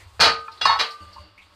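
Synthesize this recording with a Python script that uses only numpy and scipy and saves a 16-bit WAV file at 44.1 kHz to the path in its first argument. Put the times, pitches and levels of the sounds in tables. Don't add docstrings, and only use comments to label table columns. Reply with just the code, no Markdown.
import sys
import numpy as np
from scipy import signal
from scipy.fft import rfft, irfft, next_fast_len
from scipy.io import wavfile
from scipy.ndimage import map_coordinates

SR = 44100
rng = np.random.default_rng(int(sys.argv[2]) if len(sys.argv) > 2 else 0)


def output_pcm(signal):
    pcm = np.clip(np.atleast_2d(signal).T, -1, 1) * 32767
    wavfile.write(sys.argv[1], SR, np.round(pcm).astype(np.int16))


N = 68355
T = np.arange(N) / SR
HARD_ATTACK_S, SOFT_ATTACK_S = .0013, .0017


def clatter():
    # start in seconds, stove and pan gains in dB, treble tilt in dB per octave.
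    contacts = [(.194, -20, -44, -16), (.2, -15, -48, 1.5), (.206, -14, -24, 8), (.211, -15, -22, 2.5),
                (.218, -23.5, -16.5, 10.5), (.228, -12, -24, 3), (.234, -15, -42, 2),
                (.241, -24, -17.5, 7.5), (.254, -16, -16, 4.5), (.263, -11, -34, -12),
                (.276, -15, -21.5, -1), (.291, -18, -29, -4), (.612, -27.5, -24, 4), (0.653, -19.5, -32, 5),
                (.788, -35, -28.5, 7), (.794, -33, -20.5, 8.5), (.801, -28, -19, 6.5),
                (.809, -23, -21, 4.5)]
    # frequency in Hz, relative level in dB, 60 dB decay time in seconds.
    stove_modes = [(159.3, -23.5, .5), (456.6, -12, 0.43), (727, -8.5, 0.21), (869, -9.5, 0.31),
                   (1236, -10, 0.61), (1290, -24, 0.68), (1335, -7, 0.26), (1457, -5, 0.15),
                   (1900, -7, 0.24), (2433, -6, 0.22), (4120, -3.5, 0.11), (4590, -14, 0.16),
                   (4414, -9, 0.25), (4984, -5.5, 0.13), (7370, -30.5, 0.082), (8060, -25, 0.085)]
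    pan_modes = [(916, 2, 0.083), (1152, -19, 0.34), (1535, -21, 0.64), (2163, -19, 0.2),
                 (2420, -4.5, 0.067), (2840, -16, 0.22), (3380, -15.5, .2), (3464, -10, 0.095),
                 (3865, -6, 0.16), (4207, -5.5, 0.16), (4490, -10, 0.28), (5047, -11.5, 0.12),
                 (5960, -16.5, 0.13), (7590, -29, .07)]
    # frequency in Hz, relative spectral density in dB.
    stove_wash = [(29, -46.5), (50, -20), (380, -12), (459, -9), (701, -2), (808, -6), (1260, -1),
                  (3570, -12.5), (4310, 0), (5450, -16), (14000, -48)]
    pan_wash = [(120, -50), (200, -25.5), (786, -2), (1410, -1), (3380, -6.5), (3630, -15), (3960, -1),
                (7120, -44), (14000, -58)]
    stove_peaks, pan_peaks = treble_peaks(), treble_peaks()
    out = np.zeros(N)
    for start, stove_db, pan_db, tilt_db in contacts:
        stove = amp(-8.5) * ring(stove_modes, tilt_db, scatter_db=1.5)
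        stove += amp(-5.5) * wash(stove_wash, stove_peaks, tilt_db)
        pan = amp(-5.5) * ring(pan_modes, tilt_db, scatter_db=1.0)
        pan += amp(-5.5) * wash(pan_wash, pan_peaks, tilt_db)
        out += at(start, (amp(stove_db) * stove + amp(pan_db) * pan) * rise(HARD_ATTACK_S))
    return out


def scrape():
    # time in seconds, level in dB.
    squeal_level = [(.606, -72), (.616, -18.5), (.63, -24), (.652, -24), (.68, -32), (.72, -32.5),
                    (.765, -45), (.8, -30), (.9, -73)]
    whine_level = [(.648, -86.5), (.658, -23.5), (.685, -19.5), (.752, -31.5), (.785, -46), (.86, -92)]
    grind_level = [(.648, -65), (.657, -14.5), (.672, -19), (.69, -23.5), (.708, -16.5), (.73, -20),
                   (.755, -22.5), (.775, -28), (.81, -43), (.95, -65)]
    # frequency in Hz, relative level in dB.
    squeal_modes = [(1252, -9.5), (1485, -9), (1986, -11), (2795, 1), (3393, -1), (3828, -9), (4960, -3),
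                    (5825, -16.5), (8473, -29.5)]
    whine_modes = [(1712, -9), (1775, -3.5), (2169, -7.5), (2880, -10.5), (3790, -2.5), (4384, 2),
                   (6218, -22.5), (7200, -27.5)]
    grind_modes = [(915, -3), (1031, -3), (1103, 3), (1303, 0)]
    grit_spectrum = [(150, -65), (635, -19), (906, -3.5), (2280, -21), (4490, -28), (5200, -37),
                     (14000, -64.5)]
    slips = amp(2.5 * wobble(per_s=219))
    squeal = level(squeal_level) * bowed(squeal_modes, waver=.39, quality=80)
    whine = level(whine_level) * bowed(whine_modes, waver=.55, quality=90)
    grind = bowed(grind_modes, waver=.41, quality=39.75)
    grit = amp(-4) * unit(slips * noise(grit_spectrum))
    return squeal + whine + level(grind_level) * (grind + grit)


def rocking():
    # start in seconds, level in dB, frequency in Hz.
    knocks = [(.654, -5, 1115), (.6576, -10.5, 1083), (.696, -10.5, 913), (.704, -11.5, 1147),
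              (1.162, -31.5, 918), (1.165, -34.5, 1077), (1.181, -31, 1065)]
    t60_s = .058
    return sum(at(start, rise(SOFT_ATTACK_S) * ring([(hz, db, t60_s)])) for start, db, hz in knocks)


def thumps():
    # start in seconds, level in dB, frequency in Hz.
    blows = [(0.197, -23.5, 169), (0.193, -27, 79), (0.199, -22.5, 290), (0.254, -31.5, 73),
             (0.648, -30.5, 160), (1.007, -36.5, 82.5), (1.19, -36.5, 78)]
    t60_cycles = 15
    return sum(at(start, rise(.012) * ring([(hz, db, t60_cycles / hz)])) for start, db, hz in blows)


def singing():
    mode = (1190, -37.5, 1.71)
    hz, db, t60 = mode
    seated_s, damped_s, damping_db_per_s = .809, 1.083, 59
    note = amp(db - 60 * T / t60) * bowed([(hz, 0)], waver=.3, quality=29.4)
    return at(seated_s, note) * amp(-damping_db_per_s * np.maximum(T - damped_s, 0))


def nudge():
    # frequency in Hz, level in dB, 60 dB decay time in seconds.
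    modes = [(900, -37.5, 0.22), (1070, -30.5, 0.053), (1325, -26.5, 0.066), (1720, -39.5, 0.075),
             (2450, -34, 0.045)]
    return at(.48, rise(SOFT_ATTACK_S) * ring(modes))


def ticks():
    # start in seconds, level in dB, centre frequency in Hz.
    touches = [(.002, -49, 2050), (0.516, -46, 4500), (0.574, -47, 4080), (0.905, -41.5, 4640),
               (1.129, -48.5, 4640), (1.378, -43.5, 2363), (1.416, -55, 2260), (1.418, -53.5, 3450)]
    width_octaves, skirt_db, t60_s = .17, -22, .19
    out = np.zeros(N)
    for start, db, centre_hz in touches:
        peak = lambda hz: np.exp(-(np.log2((hz + 1) / centre_hz) / width_octaves) ** 2 / 2)
        skirt = lambda hz: amp(skirt_db) / (1 + (hz / centre_hz / 2) ** 2)
        band = unit(filtered(rng.standard_normal(N), lambda hz: peak(hz) + skirt(hz)))
        out += at(start, band * amp(db - 60 * T / t60_s) * rise(HARD_ATTACK_S))
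    return out


def hand():
    # time in seconds, level in dB.
    rub_level = [(1.005, -48), (1.06, -60.5), (1.24, -52.5), (1.35, -67)]
    # frequency in Hz, relative level in dB.
    rub_modes = [(188, -5.5), (307, -7), (583, -2), (2100, -11), (2860, -3), (4590, 1)]
    start = rub_level[0][0]
    return (T > start) * level(rub_level) * bowed(rub_modes, waver=3.1, quality=12)


def burner():
    # time in seconds, level in dB.
    hiss_level = [(0, -53), (.1, -58), (.55, -53.5), (1.24, -55), (1.34, -62.5), (1.55, -58.5)]
    # frequency in Hz, relative spectral density in dB.
    hiss_spectrum = [(110, -55), (170, -13.5), (360, -6), (500, -7.5), (700, -6.5), (1200, -4.5),
                     (2100, -9.5), (4600, -8), (5700, -19.5), (8600, -18.5), (11000, -30.5), (14000, -29)]
    hiss = noise(hiss_spectrum)
    top = filtered(hiss, lambda hz: hz > 5750)
    flicker = amp(3.5 * unit(wobble(per_s=32) + wobble(per_s=3.2)))
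    return level(hiss_level) * (hiss - top + flicker * top)


def rumble():
    # time in seconds, level in dB.
    rumble_level = [(.4, -51), (.47, -65), (.59, -65), (.7, -44.5), (.84, -53), (.88, -71), (.99, -75),
                    (1.05, -53), (1.5, -60.5)]
    # frequency in Hz, relative spectral density in dB.
    rumble_spectrum = [(20, -21), (50, -12), (73, -2.5), (96, 0), (125, -30), (400, -52)]
    return level(rumble_level) * noise(rumble_spectrum)


def ring(modes, tilt_db=0, scatter_db=0):
    t = T[:SR * 3 // 4]
    out = np.zeros(len(t))
    for hz, db, t60 in modes:
        envelope = treble(hz, tilt_db) * amp(db + scatter_db * rng.normal() - 60 * t / t60)
        out += envelope * np.sin(2 * np.pi * hz * t + scatter_db * rng.normal())
    return np.pad(out, (0, N - len(t)))


def wash(spectrum, peaks, tilt_db):
    # frequency in Hz, 60 dB decay time of the tail in seconds.
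    decay_times = [(100, 0.18), (500, .3), (1200, 0.23), (2500, 0.26), (4500, 0.25), (8000, 0.21),
                   (14000, 0.17)]
    crack_db, crack_t60_s = -.5, .042
    hz, t, bands = signal.stft(filtered(noise(spectrum), peaks), SR, nperseg=256)
    decay = amp(-60 * t / along(decay_times, hz)[:, None])
    tail = signal.istft(bands * treble(hz, tilt_db)[:, None] * decay, SR, nperseg=256)[1][:N]
    return tail * (1 + amp(crack_db - 60 * T / crack_t60_s))


def bowed(modes, waver, quality):
    out = np.zeros(N)
    for hz, db in modes:
        unsteady = waver * (wobble(hz / quality) + 1j * wobble(hz / quality))
        carrier = np.exp(2j * np.pi * (hz * T + rng.random()))
        out += amp(db) * unit(np.real((1 + unsteady) * carrier))
    return unit(out)


def treble_peaks():
    knots = rng.standard_normal(4096)
    depth_db, spacing_hz = 3.5, 70
    return lambda hz: unit(
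        amp(depth_db * np.minimum(hz / 5000, 1) * map_coordinates(knots, [hz / spacing_hz])))


def treble(hz, tilt_db):
    return amp(tilt_db * np.log2(1 + (hz / 3000) ** 2) / 2)


def rise(attack_s):
    return 1 - np.exp(-T / attack_s)


def noise(spectrum):
    return unit(filtered(rng.standard_normal(N), lambda hz: amp(along(spectrum, hz))))


def wobble(per_s):
    return map_coordinates(rng.standard_normal(4096), [T * per_s], mode="wrap")


def filtered(x, response):
    size = next_fast_len(N + SR // 4)
    return irfft(rfft(x, size) * response(np.fft.rfftfreq(size, 1 / SR)), size)[..., :N]


def along(points, hz):
    knots_hz, values = np.transpose(points)
    return np.interp(np.log(hz + 1), np.log(knots_hz + 1), values)


def level(points):
    return amp(np.interp(T, *np.transpose(points)))


def at(start, x):
    return np.pad(x, (max(round(start * SR), 0), 0))[:N]


def amp(db):
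    return 10 ** (np.asarray(db) / 20)


def unit(x):
    return x / np.sqrt(np.mean(x ** 2) + 1e-20)


def scene():
    mid = clatter() + singing() + scrape() + rocking() + thumps() + nudge() + ticks()
    mid += hand() + burner() + rumble()
    side_delay_s = .003
    side = amp(-11.5) * at(side_delay_s, filtered(mid, lambda hz: hz > 7100))
    return np.array([mid + side, mid - side])


def record(dry):
    ceiling, top_hz = .91, 14450
    rounded = dry / (1 + np.abs(dry / ceiling) ** 6) ** (1 / 6)
    return filtered(rounded, lambda hz: hz < top_hz)


dry = scene()
out = record(dry)
output_pcm(out)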